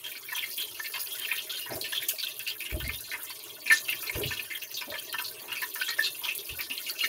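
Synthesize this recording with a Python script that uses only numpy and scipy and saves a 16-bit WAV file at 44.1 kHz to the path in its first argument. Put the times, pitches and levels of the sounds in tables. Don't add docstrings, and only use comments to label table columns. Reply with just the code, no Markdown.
import sys
import numpy as np
from scipy import signal
from scipy.fft import rfft, irfft, next_fast_len
from scipy.io import wavfile
from scipy.ndimage import uniform_filter1d, map_coordinates

SR = 44100
rng = np.random.default_rng(int(sys.argv[2]) if len(sys.argv) > 2 else 0)


def amp(db):
    return 10 ** (np.asarray(db, float) / 20)


def write(x):
    x = np.atleast_2d(x).T
    wavfile.write(sys.argv[1], SR, np.round(np.clip(x, -1, 1) * 32767).astype(np.int16))


N = 312228

# frequency in Hz, bandwidth in Hz, level in dB.
PAN_MODES = [(976, 58, -3.5), (1168, 21, -18.5), (1324, 35, -7), (1464, 63, -5), (1552, 94, -4),
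             (1720, 60, 0), (1788, 21.8, 4.5), (1870, 32, -0.5), (2116, 38, -2.5), (2278, 157, -3),
             (2540, 270, -11.5), (2417, 15, -8), (2664, 24.5, 0), (2850, 24.5, 2.5), (3150, 21, 0),
             (3290, 70, 0.5), (3420, 30, -7.5), (3627, 34, -2.5), (3970, 38, -12.5), (4480, 36, -15),
             (4200, 23, -4), (4573, 155, -3), (4800, 160, -17), (5083, 66, -3), (6090, 87, -10.5),
             (6820, 99, -5)]
# frequency in Hz, bandwidth in Hz, level in dB.
BOARD_MODES = [(185, 98, -6.5), (226, 68, 3.5), (347, 97, 3), (432, 26, 6), (577, 210, -0.5),
               (656, 17, 5.5), (768, 7.9, -8)]


def unit(x):
    return x / np.sqrt(np.mean(x ** 2) + 1e-20)


def peak_one(rows):
    return rows / np.max(np.abs(rows), axis=1, keepdims=True)


def along(points, hz):
    f, value = np.transpose(points)
    return np.interp(np.log(hz + 1), np.log(f + 1), value)


def over_time(points):
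    s, db = np.transpose(points)
    return np.interp(np.arange(N) / SR, s, db)


def wobble(rate):
    knots = rng.standard_normal(int(N * rate / SR) + 4)
    return map_coordinates(knots, [np.arange(N) * rate / SR])


def filtered(x, response):
    n = x.shape[-1]
    m = next_fast_len(n + 4096)
    return irfft(rfft(x, m) * response(np.fft.rfftfreq(m, 1 / SR)), m)[..., :n]


def resonance(f, hz, width_hz):
    return 1j * f * width_hz / (hz * hz - f * f + 1j * f * width_hz)


def body(modes, strength_db):
    hz, width_hz, db = np.transpose(modes)
    gains = amp(db + strength_db) * (-1.) ** np.arange(len(modes))
    return lambda f: gains @ resonance(f, hz[:, None], width_hz[:, None])


def placed(times, rows):
    at = np.round(times * SR).astype(int)[:, None] + np.arange(rows.shape[1])
    return np.bincount(at.ravel(), rows.ravel(), N + SR)[:N]


def sputter(length, size, first_db, grain_db, shape):
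    t = np.arange(size) / SR
    noise, grain_noise = rng.standard_normal((2, len(length), size))
    grains = amp(grain_db * unit(uniform_filter1d(grain_noise, size=56)))
    decay = amp(-20 * (t / np.maximum(length, 0.003)[:, None]) ** shape)
    onset = 1 - np.exp(-t / 0.001)
    crack = np.outer(amp(first_db + 0 * length), t == 0)
    return noise * grains * decay * onset + crack


def pan_for_each(count):
    return body(PAN_MODES, rng.normal(0, 4.9, (count, len(PAN_MODES))))


def bursts(hz, length, spread, size, first_db):
    burst = sputter(length, size=size, first_db=first_db, grain_db=5.0, shape=1.71)
    pan = pan_for_each(len(hz))
    lid_echo_s, lid_returns = 0.0043, 0.39

    def near(f, width):
        return resonance(f, hz[:, None], width * hz[:, None]) ** 2

    def response(f):
        pocket = near(f, 0.21 * spread) + amp(-6.5) * near(f, spread) ** 1.41
        pocket = pocket + amp(-35) * resonance(f, 5700, 4700)
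        echoes = 1 / (1 - lid_returns * np.exp(-2j * np.pi * f * lid_echo_s))
        return pocket * (pan(f) + amp(-8.5) * resonance(f, 4720, 8500) * echoes)

    return peak_one(filtered(burst, response))


def droplets(hz, width_hz, length, first_db, size):
    tick = sputter(length + 0 * hz, size=size, first_db=first_db, grain_db=1.5, shape=0.9)
    return peak_one(filtered(tick, lambda f: resonance(f, hz[:, None], width_hz) ** 2))


def pops():
    # start in seconds, peak in dB, pocket pitch in Hz, sputter in seconds.
    deep_pockets = [(0.319, -25, 1720, 0.025), (0.359, -29, 3180, 0.03), (0.794, -23.5, 1760, 0.0078),
                    (0.938, -23, 2610, 0.054), (1.316, -24, 2310, 0.018), (1.658, -32, 1720, 0.14),
                    (1.922, -23.5, 3340, 0.028), (2.8, -26.5, 3070, 0.028), (2.8873, -25.5, 2290, 0.022),
                    (3.135, -25, 2060, 0.032), (3.302, -36, 2290, 0.023), (3.7045, -10, 1860, 0.034),
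                    (4.026, -31, 2460, 0.045), (4.095, -30, 2330, 0.0086), (4.306, -26.5, 2650, 0.059),
                    (4.811, -25.5, 2350, 0.026), (4.915, -31, 1810, 0.017), (4.94, -25, 2240, 0.022),
                    (5.14, -23, 1390, 0.017), (5.185, -23, 2570, 0.028), (5.482, -31, 2680, 0.075),
                    (5.517, -22, 2760, 0.017), (5.618, -22.5, 1830, 0.027), (5.754, -28, 1690, 0.034),
                    (5.812, -17.5, 1540, 0.0078), (5.88, -25.5, 1905, 0.045), (5.9854, -22.5, 1730, 0.012),
                    (6.2372, -21, 3180, 0.065), (6.589, -23.5, 2290, 0.04), (4.145, -27, 2800, 0.048)]
    # start in seconds, peak in dB, pocket pitch in Hz, sputter in seconds.
    shallow_pockets = [(0.04, -26, 3160, 0.075), (0.384, -23, 2900, 0.04), (0.423, -24, 2210, 0.063),
                       (0.578, -22.5, 3190, 0.1), (0.843, -27, 2240, 0.05), (1.215, -26.5, 3150, .038),
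                       (1.253, -22.5, 2770, 0.01), (1.282, -26, 1990, 0.13), (1.376, -21.5, 3080, 0.041),
                       (1.532, -26.5, 3150, 0.061), (1.842, -24, 2850, 0.037), (1.951, -20.5, 3330, 0.032),
                       (1.967, -27, 3360, 0.15), (3.733, -25, 6600, 0.099), (2.234, -24.5, 3270, 0.017),
                       (2.263, -27.5, 2800, 0.069), (2.466, -25, 2880, 0.07), (3.116, -24.5, 1930, 0.034),
                       (3.6588, -21, 2420, 0.17), (3.883, -22, 2920, 0.058), (3.927, -20, 2400, 0.013),
                       (4.234, -23.5, 2990, 0.055), (4.392, -22.5, 2540, 0.027), (4.502, -25, 2020, 0.086),
                       (5.554, -22.5, 2500, 0.06), (6.032, -24, 3630, 0.086), (6.282, -21, 2690, 0.038),
                       (6.6993, -22.5, 2850, 0.056), (6.99, -24, 2880, 0.087), (7.035, -16, 2030, 0.035)]
    # start in seconds, peak in dB, pocket pitch in Hz.
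    weak_pockets = [(0.152, -31.5, 2400), (0.284, -28.5, 2140), (1.108, -30.5, 3220), (1.186, -32, 3070),
                    (1.496, -24, 3500), (2.02, -26.5, 2200), (2.184, -30.5, 2500), (2.307, -29.5, 3540),
                    (2.396, -27.5, 2730), (2.502, -24.5, 3150), (2.604, -25, 2490), (2.652, -25.5, 2860),
                    (2.7, -25, 2430), (2.934, -29, 3270), (4.065, -29, 2400), (4.3687, -25.5, 2900),
                    (4.6178, -29, 2540), (4.77, -25, 3770), (4.979, -25.5, 3150), (5.126, -25.5, 2960),
                    (5.193, -29, 1240), (5.5744, -31, 2520), (5.831, -31, 2760), (6.146, -31.5, 2780),
                    (3.495, -35, 3300), (6.386, -28, 3700), (6.492, -25, 2840), (6.773, -28.5, 3150),
                    (6.865, -26, 2676), (2.089, -23, 3090)]
    # start in seconds, peak in dB, pocket pitch in Hz.
    small_pockets = [(0.3511, -29, 5900), (0.5132, -30, 5160), (0.618, -27.5, 3980), (0.9946, -27, 4980),
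                     (0.858, -29.5, 4360), (1.3588, -30.5, 3660), (1.5713, -28.5, 4260),
                     (1.8123, -25, 4380), (2.0852, -23, 6570), (2.1864, -25.5, 4650), (2.228, -25, 3900),
                     (2.4755, -26.5, 4480), (3.6785, -32, 4070), (3.7234, -25, 3840), (3.7703, -28.5, 3860),
                     (4.0706, -26.5, 4200), (4.2722, -26.5, 4100), (4.334, -28.5, 4020),
                     (4.7232, -35, 6000), (4.742, -26.5, 4800), (4.9013, -30, 4170), (5.244, -27.5, 4400),
                     (5.8017, -29, 3170), (5.8895, -21.5, 4200), (6.0247, -26, 4070), (6.0427, -18.5, 4200),
                     (6.6099, -27, 4620), (3.402, -38, 4300), (6.8957, -26.5, 4380), (5.865, -27.5, 3600)]
    weak_s = 0.039

    weak_rows = [row + (weak_s,) for row in weak_pockets]
    s, db, hz, length = np.transpose(deep_pockets + shallow_pockets + weak_rows)
    deep = np.arange(len(s)) < len(deep_pockets)
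    low_db = np.where(deep, -38 + 0.33 * (db + 23.0), db - 33)
    large = amp(db - 2.0)[:, None] * bursts(hz, length, spread=0.67, size=6144, first_db=24.0)
    low_bursts = bursts(0 * hz + 1150, 1.35 * length, spread=0.98, size=6144, first_db=1.0)
    low = amp(low_db + 5.0)[:, None] * low_bursts
    shake = sputter(2.0 * length, size=6144, first_db=5.0, grain_db=15.0, shape=0.54)
    stove = amp(db - 26)[:, None] * peak_one(filtered(shake, body(BOARD_MODES, 0)))

    freed_db = np.minimum(db - 16.5, -33)
    freed_hz = 4100 * amp(3.5 * rng.random(len(s)))
    s_small, db, hz = np.r_[small_pockets, np.c_[s, freed_db, freed_hz]].T
    small = amp(db - 0.5)[:, None] * bursts(hz, 0.043 + 0 * hz, spread=0.6, size=6144, first_db=27.0)
    return placed(s, large + low + stove) + placed(s_small, small)


def snaps():
    # start in seconds, peak in dB, pitch in Hz.
    single_bubbles = [(0.3238, -29, 1703), (0.3793, -20.5, 2440), (0.386, -26, 3080), (0.3925, -18, 3400),
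                      (0.4294, -21, 2220), (0.4383, -19.5, 2090), (1.072, -21.5, 4600),
                      (1.2486, -17.5, 2850), (1.3147, -13, 2390), (1.3912, -21, 3540), (1.8133, -18, 4360),
                      (1.9264, -22.5, 1720), (1.977, -13, 3360), (3.7056, -10.5, 1800), (2.228, -23, 3470),
                      (2.2376, -19, 3240), (2.2527, -23, 4030), (2.27, -17, 3380), (2.467, -22, 2680),
                      (2.477, -19, 2710), (2.5019, -19, 4500), (2.8942, -17.5, 2350), (3.115, -21, 2150),
                      (3.1402, -22.5, 2050), (3.678, -22.5, 4250), (3.7008, -7, 2240), (3.7303, -18, 1830),
                      (3.762, -26, 3920), (3.7712, -21, 4930), (3.7834, -22, 4890), (3.8904, -15, 2670),
                      (3.9256, -30, 2720), (4.0702, -24.5, 4050), (4.0955, -14.5, 2300), (4.235, -20, 2940),
                      (4.309, -24, 2540), (4.3154, -22, 1760), (4.3959, -23, 2400), (4.8195, -25, 2330),
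                      (5.184, -19, 2650), (5.196, -25.5, 1500), (5.2517, -21, 4130), (4.6205, -24, 2700),
                      (5.821, -18.5, 2470), (5.832, -17.5, 2800), (5.8823, -22, 3530), (5.891, -15, 4020),
                      (5.9866, -17, 1770), (6.036, -20, 4290), (6.044, -20, 4350), (6.0631, -19, 3530),
                      (6.0702, -19, 4460), (6.2477, -26, 3470), (6.2878, -14.5, 2500), (6.7123, -21, 2730),
                      (6.778, -17.5, 4240), (6.8965, -18, 4470), (6.992, -26, 3020), (7.0083, -15.5, 2710),
                      (7.0569, -21, 2100)]
    # start in seconds, peak in dB, pitch in Hz, sputter in seconds.
    stray_pockets = [(0.347, -28.5, 3240, 0.062), (0.529, -33, 4800, .04), (0.745, -38, 2600, .03),
                     (1.517, -39, 6500, 0.079), (2.84, -34, 4500, 0.083), (2.843, -31.5, 2130, 0.025),
                     (2.986, -34, 4060, 0.021), (3.104, -35.5, 4100, 0.024), (4.307, -40, 1015, 0.028),
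                     (4.549, -29.5, 3260, 0.028), (3.602, -39, 4540, 0.035), (4.624, -37, 6240, 0.083),
                     (3.304, -35, 4500, 0.047), (4.691, -41, 5100, .02), (5.095, -32, 4300, 0.028),
                     (5.281, -31, 4400, 0.014), (5.823, -30, 4370, 0.011), (5.93, -32.5, 3300, .03),
                     (5.986, -22, 1790, 0.047), (6.061, -27.5, 2700, 0.036), (6.217, -40.5, 1050, 0.03),
                     (6.312, -23, 2680, 0.019), (0.116, -34.5, 2400, 0.02), (0.168, -33.5, 4370, 0.013),
                     (1.593, -32, 2710, 0.071), (1.726, -32.5, 5300, 0.06), (1.703, -37.5, 2320, 0.092),
                     (4.742, -31, 6300, 0.044), (4.809, -31.5, 5260, 0.025), (4.983, -36, 4570, 0.028),
                     (5.049, -39, 6160, .03), (5.18, -37, 4000, 0.049), (0.784, -36.5, 6300, 0.068),
                     (0.923, -36, 4670, .045), (6.955, -37, 2670, 0.046), (7.022, -27.5, 4200, 0.062)]

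    s, db, hz = np.transpose(single_bubbles)
    blow = np.outer(1 + 0 * s, np.arange(4096) == 0)
    pan = pan_for_each(len(s))

    def response(f):
        bubble = resonance(f, hz[:, None], 0.17 * hz[:, None]) ** 3
        return bubble * (1 + amp(1.5) * pan(f))

    bubbles = placed(s, amp(db - 5.5)[:, None] * peak_one(filtered(blow, response)))
    s, db, hz, length = np.transpose(stray_pockets)
    strays = amp(db)[:, None] * bursts(hz, length, spread=0.38, size=6144, first_db=25.5)
    return bubbles + placed(s, strays)


def spits():
    # start in seconds, peak in dB.
    large_drops = [(0.121, -19), (0.329, -16), (0.3626, -13.5), (0.4619, -20), (0.5715, -14.5),
                   (1.1262, -16.5), (1.1602, -18), (1.197, -24), (1.327, -16), (1.449, -23), (1.695, -24),
                   (1.7562, -14), (1.8142, -15), (2.0856, -9), (2.2478, -18), (2.393, -19), (2.4753, -15.5),
                   (2.6054, -21), (2.88, -25), (3.0074, -15.5), (3.2322, -14), (3.439, -20), (3.721, -12),
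                   (4.0228, -15), (4.197, -15), (5.1276, -18), (5.527, -27), (5.74, -14), (6.0104, -15.5),
                   (6.351, -13.5)]
    # start in seconds, peak in dB.
    tiny_drops = [(0.177, -21), (0.3112, -24), (0.827, -16), (0.9193, -29), (1.139, -9), (1.2835, -29),
                  (1.3144, -28), (1.475, -16), (1.6152, -15), (2.0353, -17), (2.228, -20), (2.343, -27),
                  (2.642, -17), (2.6678, -33), (2.9744, -14), (3.1318, -17), (3.2955, -16), (3.3917, -20),
                  (3.5109, -25), (4.7152, -10), (4.997, -12), (5.1444, -29), (5.223, -9.5), (5.6194, -10),
                  (6.994, -20)]

    s, db = np.transpose(large_drops)
    hz = 11000 * amp(2.13 * rng.random(len(s)))
    length = 0.016 * amp(0.5 * (db + 28.5))
    crack_db = np.clip(19 - 0.98 * (db + 14.0), 6, 30)
    large = placed(s, amp(db - 2.5)[:, None] * droplets(hz, 9500, length, crack_db, size=4096))
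    s, db = np.transpose(tiny_drops)
    hz = 10500 * amp(4.7 * rng.random(len(s)))
    return large + placed(s, amp(db - 10.0)[:, None] * droplets(hz, 6700, 0.0051, 7.5, size=1024))


def below_edge(f):
    return 1 / np.sqrt(1 + (f / 15750) ** 360)


def needles():
    # start in seconds, peak in dB, level above 15.75 kHz in dB.
    sharp_cracks = [(.1196, -19, -19), (1.1963, -15.5, -49), (1.6935, -24, -25), (1.8128, -15, -40),
                    (2.0843, -21, -31), (2.087, -11, -30), (2.0891, -20, -36), (2.2463, -18, -37),
                    (2.392, -15.5, -20), (2.605, -22, -20), (2.8777, -17, -32), (3.4391, -26, -28),
                    (3.7, -21, -45), (3.9095, -26, -50), (4.1116, -26, -50), (4.6344, -20, -53),
                    (5.1268, -16.5, -26), (5.5283, -20, -32), (5.7473, -16, -50), (6.3779, -15, -52),
                    (6.591, -23, -52), (6.767, -31, -50)]

    s, db, edge_db = np.transpose(sharp_cracks)
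    cracks = droplets(13000 + 0 * s, 11000, 0.0012, 20, size=512)

    def reach(f):
        return below_edge(f) + amp(edge_db + 8)[:, None] * (1 - below_edge(f))

    delayed = np.roll(cracks, 64, axis=1)
    return placed(s, amp(db + 2.5)[:, None] * filtered(delayed, reach))


def crackle(rate, spread_db):
    occurs, sign, size = rng.random((3, N))
    return unit((occurs < rate / SR) * np.sign(sign - 0.5) * amp(-spread_db * np.log(size + 0.01)))


def patchy(depth_db, bins, frames):
    z = signal.stft(rng.standard_normal(N), nperseg=1024)[2]
    field = uniform_filter1d(rng.standard_normal(z.shape), size=bins, axis=0)
    field = uniform_filter1d(field, size=frames, axis=1)
    return signal.istft(z * amp(depth_db * unit(field)), nperseg=1024)[1][:N]


def high_modes(depth_db, bins):
    ragged = depth_db * unit(uniform_filter1d(rng.standard_normal(4096), size=bins))
    return lambda f: amp(np.interp(f, np.linspace(0, SR / 2, len(ragged)), ragged))


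def simmering():
    # frequency in Hz, spectral level in dB.
    simmer_colour = [(410, -5), (700, -9), (1400, -4.5), (1770, -10.5), (1950, -5), (2100, -7.5),
                     (3230, -2.5), (7920, -6), (9000, 2), (11700, 6.5), (19800, -120)]

    when, pitch, size = rng.random((1300, 3)).T
    hz = 1200 * amp(16 * pitch ** 0.6)
    bubbles = bursts(hz, 0.013 + 0.017 * size, spread=0.7, size=2048, first_db=23)
    crowd = placed(when * N / SR, amp(9.6 * size)[:, None] * bubbles)
    crowd = filtered(crowd, lambda f: amp(along(simmer_colour, f)))
    pan = body(PAN_MODES, 0)

    def wash_response(f):
        return amp(along(simmer_colour, f)) * (pan(f) + amp(1.0)) * resonance(f, 2860, 7500)

    wash = filtered(patchy(6.2, bins=14, frames=3), wash_response)
    return unit(crowd) + 0.63 * unit(wash)


def rim_hiss():
    # frequency in Hz, spectral level in dB.
    hiss_colour = [(2940, -40), (5000, -19), (6710, -3.5), (7960, -15), (9430, 3.5), (11300, 3),
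                   (13300, 9.5), (15700, 6.5), (16300, -46), (16500, -57)]

    when, pitch, size = rng.random((900, 3)).T
    drops = droplets(5000 * amp(10.5 * pitch), 3400, 0.0037 + 0.0077 * size, 6.6, size=1024)
    drops = placed(when * N / SR, amp(6.1 * size ** 2)[:, None] * drops)
    fine = 1.2 * crackle(rate=5000, spread_db=8)
    fine = fine + 1.1 * patchy(depth_db=3, bins=40, frames=2) + 1.2 * unit(drops)
    lid = high_modes(0.62, bins=9)
    return unit(filtered(fine * amp(2.24 * wobble(30)), lambda f: amp(along(hiss_colour, f)) * lid(f)))


def frying(activity):
    # time in seconds, level in dB.
    boiling = [(0.0, -41), (0.89, -39), (1.03, -36.5), (2.15, -39.5), (2.46, -40.5), (2.7, -41.5),
               (3.3, -38), (3.62, -45), (3.74, -36.5), (4.14, -36), (4.69, -42.5), (6.01, -37.5),
               (6.27, -40), (7.08, -36.5)]

    simmer_db = over_time(boiling)
    hiss_db = -42.5 + 0.87 * (simmer_db - simmer_db.mean())
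    simmer = amp(simmer_db - 5.5) * simmering() * (0.69 + 0.22 * activity ** 1.2)
    hiss = amp(hiss_db - 5.5) * rim_hiss() * (1 + 0.77 * activity ** 0.15)
    return simmer + hiss


def knocks():
    # start in seconds, peak in dB, pitch in Hz, clack over thump in dB.
    contacts = [(1.693, -49.5, 124, 16.5), (1.709, -44, 122, 10.5), (1.753, -38.5, 107, 4),
                (2.724, -30.5, 68, -8.5), (2.742, -24, 71, -13.5), (2.766, -34, 107, -22),
                (2.799, -42, 90, -13), (2.825, -34.5, 111, -23), (2.838, -29, 72, -19),
                (2.868, -35.5, 90, -18), (2.886, -38, 69.5, -20), (2.929, -41.5, 117, -15),
                (4.154, -29.5, 80, -1), (4.175, -31, 107, 2.5), (4.221, -40, 105, -4),
                (4.255, -28, 118, -10.5), (4.285, -38, 96, -13), (4.869, -48, 246, 13), (4.909, -50, 96, 8),
                (5.41, -57.5, 266, 20.5), (6.523, -40, 99, -15), (6.504, -43, 60, -13),
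                (6.701, -45, 265, -5)]

    s, db, hz, clack_db = np.transpose(contacts)[:, :, None]
    clack_hz = 365 * amp(0.4 * clack_db)
    t60_s = 0.075 * amp(-0.097 * (db + 29.0))
    t = np.arange(8192) / SR
    fade = amp(-60 * t / t60_s) * (1 - np.exp(-t / 0.0038))
    thump = fade * np.sin(2 * np.pi * hz * t)
    loose = sputter(0 * s[:, 0] + 0.32, size=8192, first_db=-30, grain_db=8.5, shape=3.4)
    rattle = np.sqrt(fade * t) * loose
    board = body(BOARD_MODES, 0)
    clack = filtered(rattle, lambda f: board(f) * (resonance(f, clack_hz, 89) + amp(-9)))
    return placed(s[:, 0], amp(db) * (peak_one(thump) + amp(clack_db) * peak_one(clack)))


def taps():
    # start in seconds, peak in dB, pitch in Hz.
    jar_taps = [(1.705, -39, 665), (1.72, -39, 660), (1.718, -36, 340), (1.74, -37, 323), (1.765, -37, 650),
                (1.785, -40, 388), (2.135, -43, 637), (2.72, -41, 378), (2.74, -40, 618),
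                (2.755, -39.5, 626), (2.768, -35, 339), (2.85, -46, 660), (2.872, -37, 249),
                (4.155, -37.5, 596), (4.168, -34, 483), (4.195, -39, 410), (4.206, -30, 423),
                (4.238, -39, 588), (4.882, -44, 627), (4.9, -37, 592), (4.922, -38, 620), (4.945, -50, 624),
                (5.985, -39, 594), (6.39, -42, 402), (6.415, -48, 434)]

    s, db, hz = np.transpose(jar_taps)[:, :, None]
    t60_s, rise_s = 0.082, 0.0015
    t = np.arange(4096) / SR
    fade = amp(-60 * t / t60_s) * (1 - np.exp(-t / rise_s))
    return placed(s[:, 0], amp(db) * peak_one(fade * np.sin(2 * np.pi * hz * t)))


def murmur():
    # frequency in Hz, spectral level in dB.
    murmur_colour = [(15, -45), (25, -9), (48, -16), (85, -13.5), (124, -4.5), (144, -8), (163, -27.5),
                     (335, -2), (383, -1.5), (432, 1), (472, -9.5), (494, -17.5), (628, -2), (775, -19),
                     (900, -10.5), (1170, -8), (1980, -120)]
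    # time in seconds, level in dB.
    loudness = [(0.0, -65), (1.99, -62.5), (2.23, -66), (4.1, -58.5), (4.55, -65.5), (5.4, -60.5),
                (7.08, -63)]

    lumps = patchy(4, bins=3, frames=3) * amp(1.5 * wobble(14))
    return amp(over_time(loudness) + 5.5) * unit(filtered(lumps, lambda f: amp(along(murmur_colour, f))))


def kitchen(x):
    # frequency in Hz, reverberation time (60 dB) in seconds.
    room_t60 = [(200, 0.43), (2000, 0.2), (12000, 0.055)]

    hz, t, z = signal.stft(rng.standard_normal(SR // 2), SR, nperseg=256)
    decay = amp(-60 * t / along(room_t60, hz)[:, None])
    tail = signal.istft(z * decay, SR, nperseg=256)[1]
    delayed = np.pad(x, (200, 0))
    return signal.fftconvolve(delayed, tail / np.linalg.norm(tail))[:N]


def scene():
    pockets = pops()
    activity = unit(np.sqrt(np.abs(uniform_filter1d(pockets ** 2, size=400))))
    near = pockets + snaps() + spits() + knocks() + taps()
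    steady = frying(activity) + murmur()
    heard = near + amp(-17.0) * kitchen(near) + steady
    return (filtered(heard, below_edge) + needles())[None]


def top_cut(x):
    return signal.sosfilt(signal.butter(12, 16980, fs=SR, output="sos"), x)


def record(dry):
    mix = filtered(dry, lambda hz: 1 / np.sqrt(1 + (38 / (hz + 1)) ** 6))
    return top_cut(mix)


dry = scene()
out = record(dry)
write(out)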